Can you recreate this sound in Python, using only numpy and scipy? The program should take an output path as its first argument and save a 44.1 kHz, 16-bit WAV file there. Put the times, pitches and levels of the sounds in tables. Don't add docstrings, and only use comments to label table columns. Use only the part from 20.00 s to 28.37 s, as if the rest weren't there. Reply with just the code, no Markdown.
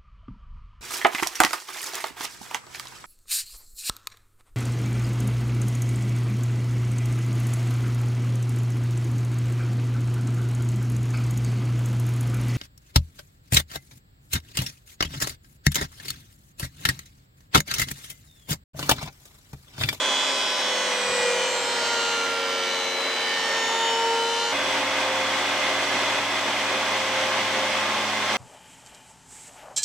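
import sys
import numpy as np
from scipy import signal
from scipy.fft import rfft, irfft, next_fast_len
from scipy.io import wavfile

SR = 44100
rng = np.random.default_rng(int(sys.argv[2]) if len(sys.argv) > 2 else 0)


def to_wav(s):
    ch = np.atleast_2d(s).T
    pcm = np.round(np.clip(ch, -1, 1) * 32767)
    wavfile.write(sys.argv[1], SR, pcm.astype(np.int16))


N = 369116
T = np.arange(N) / SR
LEFT_RIGHT = np.array([[1], [-1]])
JUMP_S = 4.525
TOP_HZ = 15500
ROWS = 5

HUM, WHINE, UNDER_WHINE = 2.7, 32.58, 31.33

# [f/Hz, level/dB per Hz]
FIZZ = [(7000, -130), (10500, -96), (15500, -96)]
# [t/s, level/dB]
BUMPS = [(1.089, -50), (1.2, -53), (6.119, -59), (6.199, -55), (7.385, -47), (7.46, -59), (7.939, -59)]
# [f/Hz, level/dB]
BUMP_COLOUR = [(20, -16), (50, -4), (85, -1), (140, 0), (300, -30), (1000, -80)]
# [f/Hz, side minus mid/dB]
WIDTH = [(60, -43), (120, -32), (250, -20.5), (500, -19.5), (1000, -14.5), (2000, -8.5), (4000, -1.5),
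         (8000, -3), (12000, -3.5)]
# [f/Hz, left minus right/dB]
LEAN = [(60, 0), (250, 0), (1000, -0.3), (2000, -1.6), (4000, -1), (8000, 2), (12000, -1)]

# [t/s, turns a second/Hz]
CUT_SPEED = [(0.0, 101.63), (0.35, 101.25), (0.7, 100.05), (1.5, 95.67), (2.0, 93.44), (2.5, 91.76),
             (2.95, 90.91), (3.6, 90.85), (4.1, 91.83), (4.5, 93.34)]
# [t/s, turns a second/Hz]
FREE_SPEED = [(4.5, 104.85), (5.5, 105.15), (7.8, 105.72), (7.98, 106.45), (8.37, 106.45)]

# [f/Hz, level/dB per Hz]
AIR = [(25, -99), (50, -100), (100, -80.5), (160, -74.5), (250, -70), (460, -65), (650, -61.5),
       (1000, -59.5), (1400, -61), (3200, -64.5), (4100, -68.5), (6000, -73), (10000, -86), (12500, -99)]
# [f/Hz, width/Hz, lift/dB]
CAVITIES = [(241, 67, 5.5), (375, 67, 6.5), (614, 88, 7), (859, 90, 5), (1142, 154, 2.5), (1560, 57, 3.5),
            (1682, 52, 3.5), (2078, 274, 6), (2510, 160, 4), (2880, 230, 2), (3160, 76, 5), (3380, 190, 2),
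            (3630, 160, 1), (4700, 120, -1.5), (5800, 350, 2.5), (6300, 200, 2), (7840, 390, 4.5)]
# [t/s, level/dB]
FREE_WHIR = [(4.5, -1.1), (5.2, -1), (6.1, 0), (6.3, -1.1), (6.8, -0.5), (7.8, -1), (7.9, -1.5),
             (8.37, -0.5)]
# [t/s, level/dB]
SIREN = [(4.5, -36.5), (5.2, -35.5), (5.8, -38.5), (6.15, -37.5), (6.35, -48), (6.7, -36.5), (7.75, -35.5),
         (7.95, -43), (8.37, -40.5)]
# [multiple of head speed, first level/dB, last level/dB]
FREE_TONES = [(1, -52.5, -49.5), (2, -58.5, -43.5), (HUM, -43, -45), (6.96, -42.5, -44), (9, -44, -47),
              (10, -43, -38.5), (15, -42, -53), (WHINE, -38.5, -43.5)]
ROW_PULSING, TURN_PULSING = .16, .38
STIR_DB, STIR_RATE = 1.0, 19
FADE_DB, FADE_RATE = 1, 2.51

# [t/s, air whir/dB, chip hiss/dB]
FEED = [(0, -5.5, -4.5), (.6, -6, -5), (1.2, -5, -4), (1.5, -6.5, -4.5), (2, -6, -5), (2.5, -9.5, -9),
        (3, -6.5, -10), (3.5, -7, -6), (3.9, -6, -9), (4.5, -10, -5)]
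# [f/Hz, level/dB per Hz]
CHIPS = [(200, -92), (500, -65.5), (900, -64.5), (1800, -69.5), (3200, -72), (4500, -76), (6300, -73.5),
         (8200, -78), (10000, -84.5), (12500, -125)]
# [f/Hz, level/dB per Hz]
BUZZ = [(300, -100), (700, -70), (1600, -67), (2600, -77), (3500, -76), (5000, -77), (7800, -83),
        (9500, -85), (12000, -120)]
BITE_RING_S = .018
ROW_STRIKES_DB = [-7, 0, -6, -12, -12]
# [t/s, level/dB]
CHOP = [(0, -34), (.8, -36), (1.05, -39.5), (1.24, -33.5), (1.55, -42), (1.8, -41), (2.05, -35.5),
        (2.7, -34), (2.95, -41), (3.3, -38.5), (3.8, -36.5), (4.5, -39)]
# [f/Hz, level/dB]
CHOP_COLOUR = [(200, -22), (600, -3), (1400, -3), (2200, -5), (2700, -2), (3100, 5), (3600, 2), (4200, -6),
               (6500, -10), (8000, -19), (10000, -28), (12500, -50)]
CHOP_SCATTER_DB, CHOP_JITTER_TURNS = 2, .003

# [t/s, level/dB]
ROW_TONE = [(0, -41), (.42, -48), (.75, -35.5), (1.03, -34.5), (1.27, -27), (1.48, -35), (2.4, -36),
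            (3.5, -40.5), (4.1, -28.5), (4.47, -35.5)]
# [t/s, level/dB]
ROW_OCTAVE = [(0.02, -35), (.8, -36.5), (1.3, -38), (1.6, -38), (2.1, -34.5), (2.52, -43.5), (2.72, -39),
              (3.22, -49), (3.82, -27.5), (4.12, -25.9), (4.47, -33)]
# [t/s, level/dB]
ROW_TWELFTH = [(0.02, -55), (0.22, -43), (1.72, -43), (1.82, -33.5), (2.22, -31), (2.62, -36.6),
               (3.02, -49), (3.82, -40.5), (4.47, -36.5)]
# [f/Hz, level/dB]
ROW_OVERTONES = [(1800, -45), (2300, -46), (2800, -46), (3400, -48.5), (4200, -49), (5500, -53),
                 (7800, -53.5)]
# [f/Hz, level/dB]
STAGGER = [(380, -48), (1300, -50), (2300, -50.5), (2700, -47), (3400, -42.5), (4500, -46.5), (6000, -47.5),
           (7500, -48.5), (9300, -55)]
# [multiple of head speed, level/dB]
DRIVE_TONES = [(1, -72), (2, -59), (3, -57), (6, -45), (11, -49), (33, -60), (36, -53.5), (37, -53),
               (43, -52), (HUM, -54), (2 * HUM, -53.5), (3 * HUM, -50), (UNDER_WHINE, -49), (WHINE, -42.5)]
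# [f/Hz, width/Hz, lift/dB]
RESONANCES = [(94.5, 6.5, 12.5), (195.3, 7.6, 10.5), (275.3, 11, 7.5), (521.6, 26, 18.5), (880, 36, 2),
              (1776, 64, 9), (1990, 71, 7), (2205, 49, 6), (3010, 69, 5), (3307, 8.7, 9.5)]
# [t/s, multiple of head speed, half length/s, peak/dB]
SQUEALS = [(.1, WHINE, .6, -35), (.1, 34, .25, -32.5), (.08, 79, .2, -49), (.1, 30, 0.37, -44),
           (.1, 69, 0.2, -42.5), (.1, 59, .2, -43), (.15, 2 * HUM, 0.35, -42.5), (.15, 84, .25, -51),
           (.2, 74, .12, -48), (.22, 35, 0.49, -36), (.25, 64, .2, -46), (.34, 49, 0.23, -38.5),
           (.36, 39, 0.34, -36.5), (.574, 54, 0.26, -37.5), (.7, 34, 0.22, -37.5), (.75, 64, .16, -42.5),
           (.8, 2 * HUM, 0.13, -40), (.83, 69, 0.13, -46), (.97, 59, .18, -41.5), (.85, 35, .25, -41),
           (1.204, 79, .15, -37.5), (1.15, 84, .27, -43.5), (1.24, 20, 0.07, -36), (1.24, 54, 0.079, -42.5),
           (1.24, 74, .13, -45), (1.25, 25, 0.26, -35.5), (1.15, 9, .28, -40.5),
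           (1.33, 2 * HUM, .25, -34.5), (1.417, UNDER_WHINE, 0.047, -34.5), (1.42, 64, .15, -44),
           (1.57, 79, .14, -40), (1.6, 89, .25, -50), (1.75, 84, .2, -49), (1.82, 54, 0.16, -42.5),
           (1.9, 44, 0.32, -38.5), (1.95, 40, .18, -44), (1.97, 49, .19, -41), (2, 19, .23, -47),
           (2, 79, .14, -42), (2, 69, 0.27, -44), (2.08, 64, .19, -42), (2.1, 45, .15, -43),
           (2.12, 30, .25, -40), (2.47, 35, .23, -39), (2.5, 34, .3, -41.5), (2.52, 54, .18, -42.5),
           (2.6, 49, .22, -44), (2.65, 6, .38, -40.5), (2.73, 64, 0.2, -43), (2.73, 69, 0.22, -44.5),
           (2.73, 84, 0.18, -55), (2.85, 25, 0.59, -40.5), (3, 44, 0.33, -34), (3.2, 24, 0.31, -43),
           (3.248, 54, .2, -43.5), (3.4, 34, .38, -39), (3.51, 20, 0.31, -33.5), (3.55, 59, .16, -42),
           (3.58, 64, 0.21, -43), (3.65, 49, .3, -42), (3.75, 40, .18, -41), (3.78, 74, 0.2, -39.5),
           (3.8, 39, .2, -38.5), (3.8, 33, .18, -44), (3.87, 35, .28, -40), (3.87, 79, 0.19, -45.5),
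           (3.97, 59, 0.14, -42), (4.05, WHINE, .29, -34.5), (4.18, 84, .15, -54), (4.33, 44, .2, -39),
           (4.33, 35, 0.16, -45), (4.4, 39, 0.11, -44), (4.44, 64, .14, -41), (4.44, 30, .12, -40.5),
           (4.3, 54, 0.19, -44), (4.4, 74, 0.14, -47), (4.44, 49, 0.092, -45), (4.31, 94, 0.17, -54)]
BITE_DB_PER_DB_KHZ = 0.16
REFLECTION_PER_KHZ, REFLECTION_MAX = .17, .85
NULL_RATE, NULL_RATE_PER_KHZ = 0.804, .11


def undb(db):
    return 10 ** (np.asarray(db) / 20)


def curve(rows, t, axis=1):
    rows = np.array(rows)
    return np.interp(t, rows[:, 0], rows[:, axis])


def spectrum(rows, hz):
    rows = np.array(rows)
    return np.interp(np.log(hz + 1), np.log(rows[:, 0]), rows[:, 1])


def colour(x, rows, cavities=()):
    size = next_fast_len(x.shape[-1], real=True)
    hz = np.fft.rfftfreq(size, 1 / SR)
    db = spectrum(rows, hz)
    for f, width, lift in cavities:
        db = db + lift / (1 + (2 * (hz - f) / width) ** 4)
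    return irfft(rfft(x, size) * undb(db), size)[..., :x.shape[-1]]


def noise(t):
    return rng.standard_normal((2, len(t))) * np.sqrt(SR / 2)


def ears(pair):
    return pair[0] + LEFT_RIGHT * colour(pair[1], WIDTH)


def walk(t, rate):
    return np.interp(t * rate, np.arange(1024), rng.standard_normal(1024))


def turns(speed, t, flutter):
    return np.cumsum(curve(speed, t) * (1 + flutter * walk(t, 24.9))) / SR


def tone(t, angle, multiple, db, waver_db, side_db=-4.5):
    phase = 2 * np.pi * ((multiple * angle + rng.random()) % 1)
    mid = np.sin(phase.astype(np.float32))
    side = np.sin((phase + np.pi * walk(t, 1.196)).astype(np.float32))
    mean_hz = multiple * angle[-1] / (t[-1] - t[0])
    spread = undb(side_db + spectrum(WIDTH, mean_hz))
    return np.sqrt(2) * undb(db + waver_db * walk(t, 14)) * (mid + LEFT_RIGHT * spread * side)


def strikes(angle, at_turns, strength):
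    at = np.interp(at_turns, angle, np.arange(len(angle)))
    taps = np.minimum(at.astype(int)[:, None] + np.arange(-7, 9), len(angle) - 1)
    out = np.zeros(len(angle))
    np.add.at(out, taps, np.sinc(taps - at[:, None]) * strength[:, None])
    return out


def fizz():
    return ears(colour(noise(T), FIZZ))


def bumps(rise_s=.008, decay_s=.05):
    push = 0
    for s, db in BUMPS:
        age = np.maximum(T - s + rise_s, 0)
        push = push + undb(db) * (1 - np.exp(-age / rise_s)) * np.exp(-age / decay_s)
    rumble = colour(rng.standard_normal(N), BUMP_COLOUR)
    return push * rumble / rumble.std()


def whir(t, angle, flicker_db=0.56):
    pulsing = 1 + ROW_PULSING * np.sin(2 * np.pi * ROWS * angle)
    flicker = undb(flicker_db * walk(t, 18))
    air = colour(noise(t) * pulsing * flicker, AIR, CAVITIES)
    out = 0
    for edge_hz in (700, 1400, 2800):
        low = signal.sosfiltfilt(signal.butter(2, edge_hz, fs=SR, output="sos"), air)
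        out = out + low * undb(STIR_DB * walk(t, STIR_RATE))
        air = air - low
    return ears(out + air)


def running_free(t):
    angle = turns(FREE_SPEED, t, flutter=.0008)
    siren = tone(t, angle, ROWS, 0, waver_db=1.8)
    out = whir(t, angle) * undb(curve(FREE_WHIR, t)) + siren * undb(curve(SIREN, t))
    for multiple, first_db, last_db in FREE_TONES:
        db = np.linspace(first_db, last_db, len(t)) + FADE_DB * walk(t, FADE_RATE)
        out += tone(t, angle, multiple, db, waver_db=0.62 * multiple ** 0.34)
    return out


def chips(t, angle):
    once_a_turn = 1 + TURN_PULSING * np.cos(2 * np.pi * angle)
    spray = once_a_turn * undb(.7 * walk(t, 70))
    return ears(colour(noise(t) * spray, CHIPS))


def buzz(t, angle):
    count = np.arange(1, int(angle[-1]))
    bites = strikes(angle, count, undb(.7 * rng.standard_normal(len(count))))
    age = T[:SR // 10]
    ring = rng.standard_normal((2, len(age))) * np.exp(-age / BITE_RING_S)
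    rung = signal.fftconvolve(bites[None], ring)[:, :len(t)]
    return ears(colour(rung / rung.std() * np.sqrt(SR / 2), BUZZ))


def chop(t, angle):
    rows = np.arange(ROWS, ROWS * int(angle[-1]))
    size, slip = rng.standard_normal((len(rows), 2)).T
    strength = undb(np.array(ROW_STRIKES_DB)[rows % ROWS] + CHOP_SCATTER_DB * size)
    at_turns = rows / ROWS + CHOP_JITTER_TURNS * slip
    ticks = colour(strikes(angle, at_turns, -strength), CHOP_COLOUR)
    return ticks / ticks.std() * undb(curve(CHOP, t))


def cutter_tone(t, angle, multiple, db):
    hz = multiple * curve(CUT_SPEED, t)
    khz = hz.mean() / 1000
    ring_db = sum(lift / (1 + (2 * (hz - f) / width) ** 2) for f, width, lift in RESONANCES)
    reflection = min(REFLECTION_PER_KHZ * khz, REFLECTION_MAX)
    path = (NULL_RATE + NULL_RATE_PER_KHZ * khz) * t + rng.random() + 0.19 * walk(t, 2.01)
    interference = 1 + 2 * reflection / (1 + reflection ** 2) * np.cos(2 * np.pi * path)
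    power = undb(db + ring_db) ** 2 * interference
    for s, which, length, peak_db in SQUEALS:
        if abs(which - multiple) < .1:
            power = power + undb(peak_db) ** 2 * np.exp(-np.abs((t - s) / length) ** 3)
    return tone(t, angle, multiple, 10 * np.log10(power), waver_db=1.65)


def singing(t, angle, bite_db, row_waver_db=1.0):
    speed = curve(CUT_SPEED, t)
    out = 0
    for k, level in enumerate((ROW_TONE, ROW_OCTAVE, ROW_TWELFTH), 1):
        out = out + tone(t, angle, ROWS * k, curve(level, t), row_waver_db)
    overtones = ROW_OVERTONES, ROWS * np.arange(4, 18)
    stagger = STAGGER, ROWS * np.arange(1, 21) - 1
    for levels, multiples in (overtones, stagger):
        for multiple in multiples:
            hz = multiple * speed
            dull_db = BITE_DB_PER_DB_KHZ * bite_db * hz / 1000
            out += cutter_tone(t, angle, multiple, spectrum(levels, hz) + dull_db)
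    for multiple, db in DRIVE_TONES:
        out += cutter_tone(t, angle, multiple, db)
    return out


def cutting(t, buzz_follow=0.58):
    angle = turns(CUT_SPEED, t, flutter=0.00016)
    whir_db, chip_db = curve(FEED, t), curve(FEED, t, axis=2)
    out = whir(t, angle) * undb(whir_db)
    out = out + chips(t, angle) * undb(chip_db)
    out = out + buzz(t, angle) * undb(buzz_follow * chip_db)
    return out + chop(t, angle) + singing(t, angle, chip_db)


def scene():
    free = np.clip((T - JUMP_S) / .01 + .5, 0, 1)
    out = bumps() + fizz()
    out[:, free < 1] += cutting(T[free < 1]) * np.sqrt(1 - free[free < 1])
    out[:, free > 0] += running_free(T[free > 0]) * np.sqrt(free[free > 0])
    return out


def record(dry):
    ports = []
    for x, sign in zip(dry, (1, -1)):
        half_lean = [(hz, sign * db / 2) for hz, db in LEAN]
        ports.append(colour(x, half_lean))
    return signal.sosfilt(signal.ellip(8, .2, 70, TOP_HZ, fs=SR, output="sos"), ports)


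dry = scene()
out = record(dry)
to_wav(out)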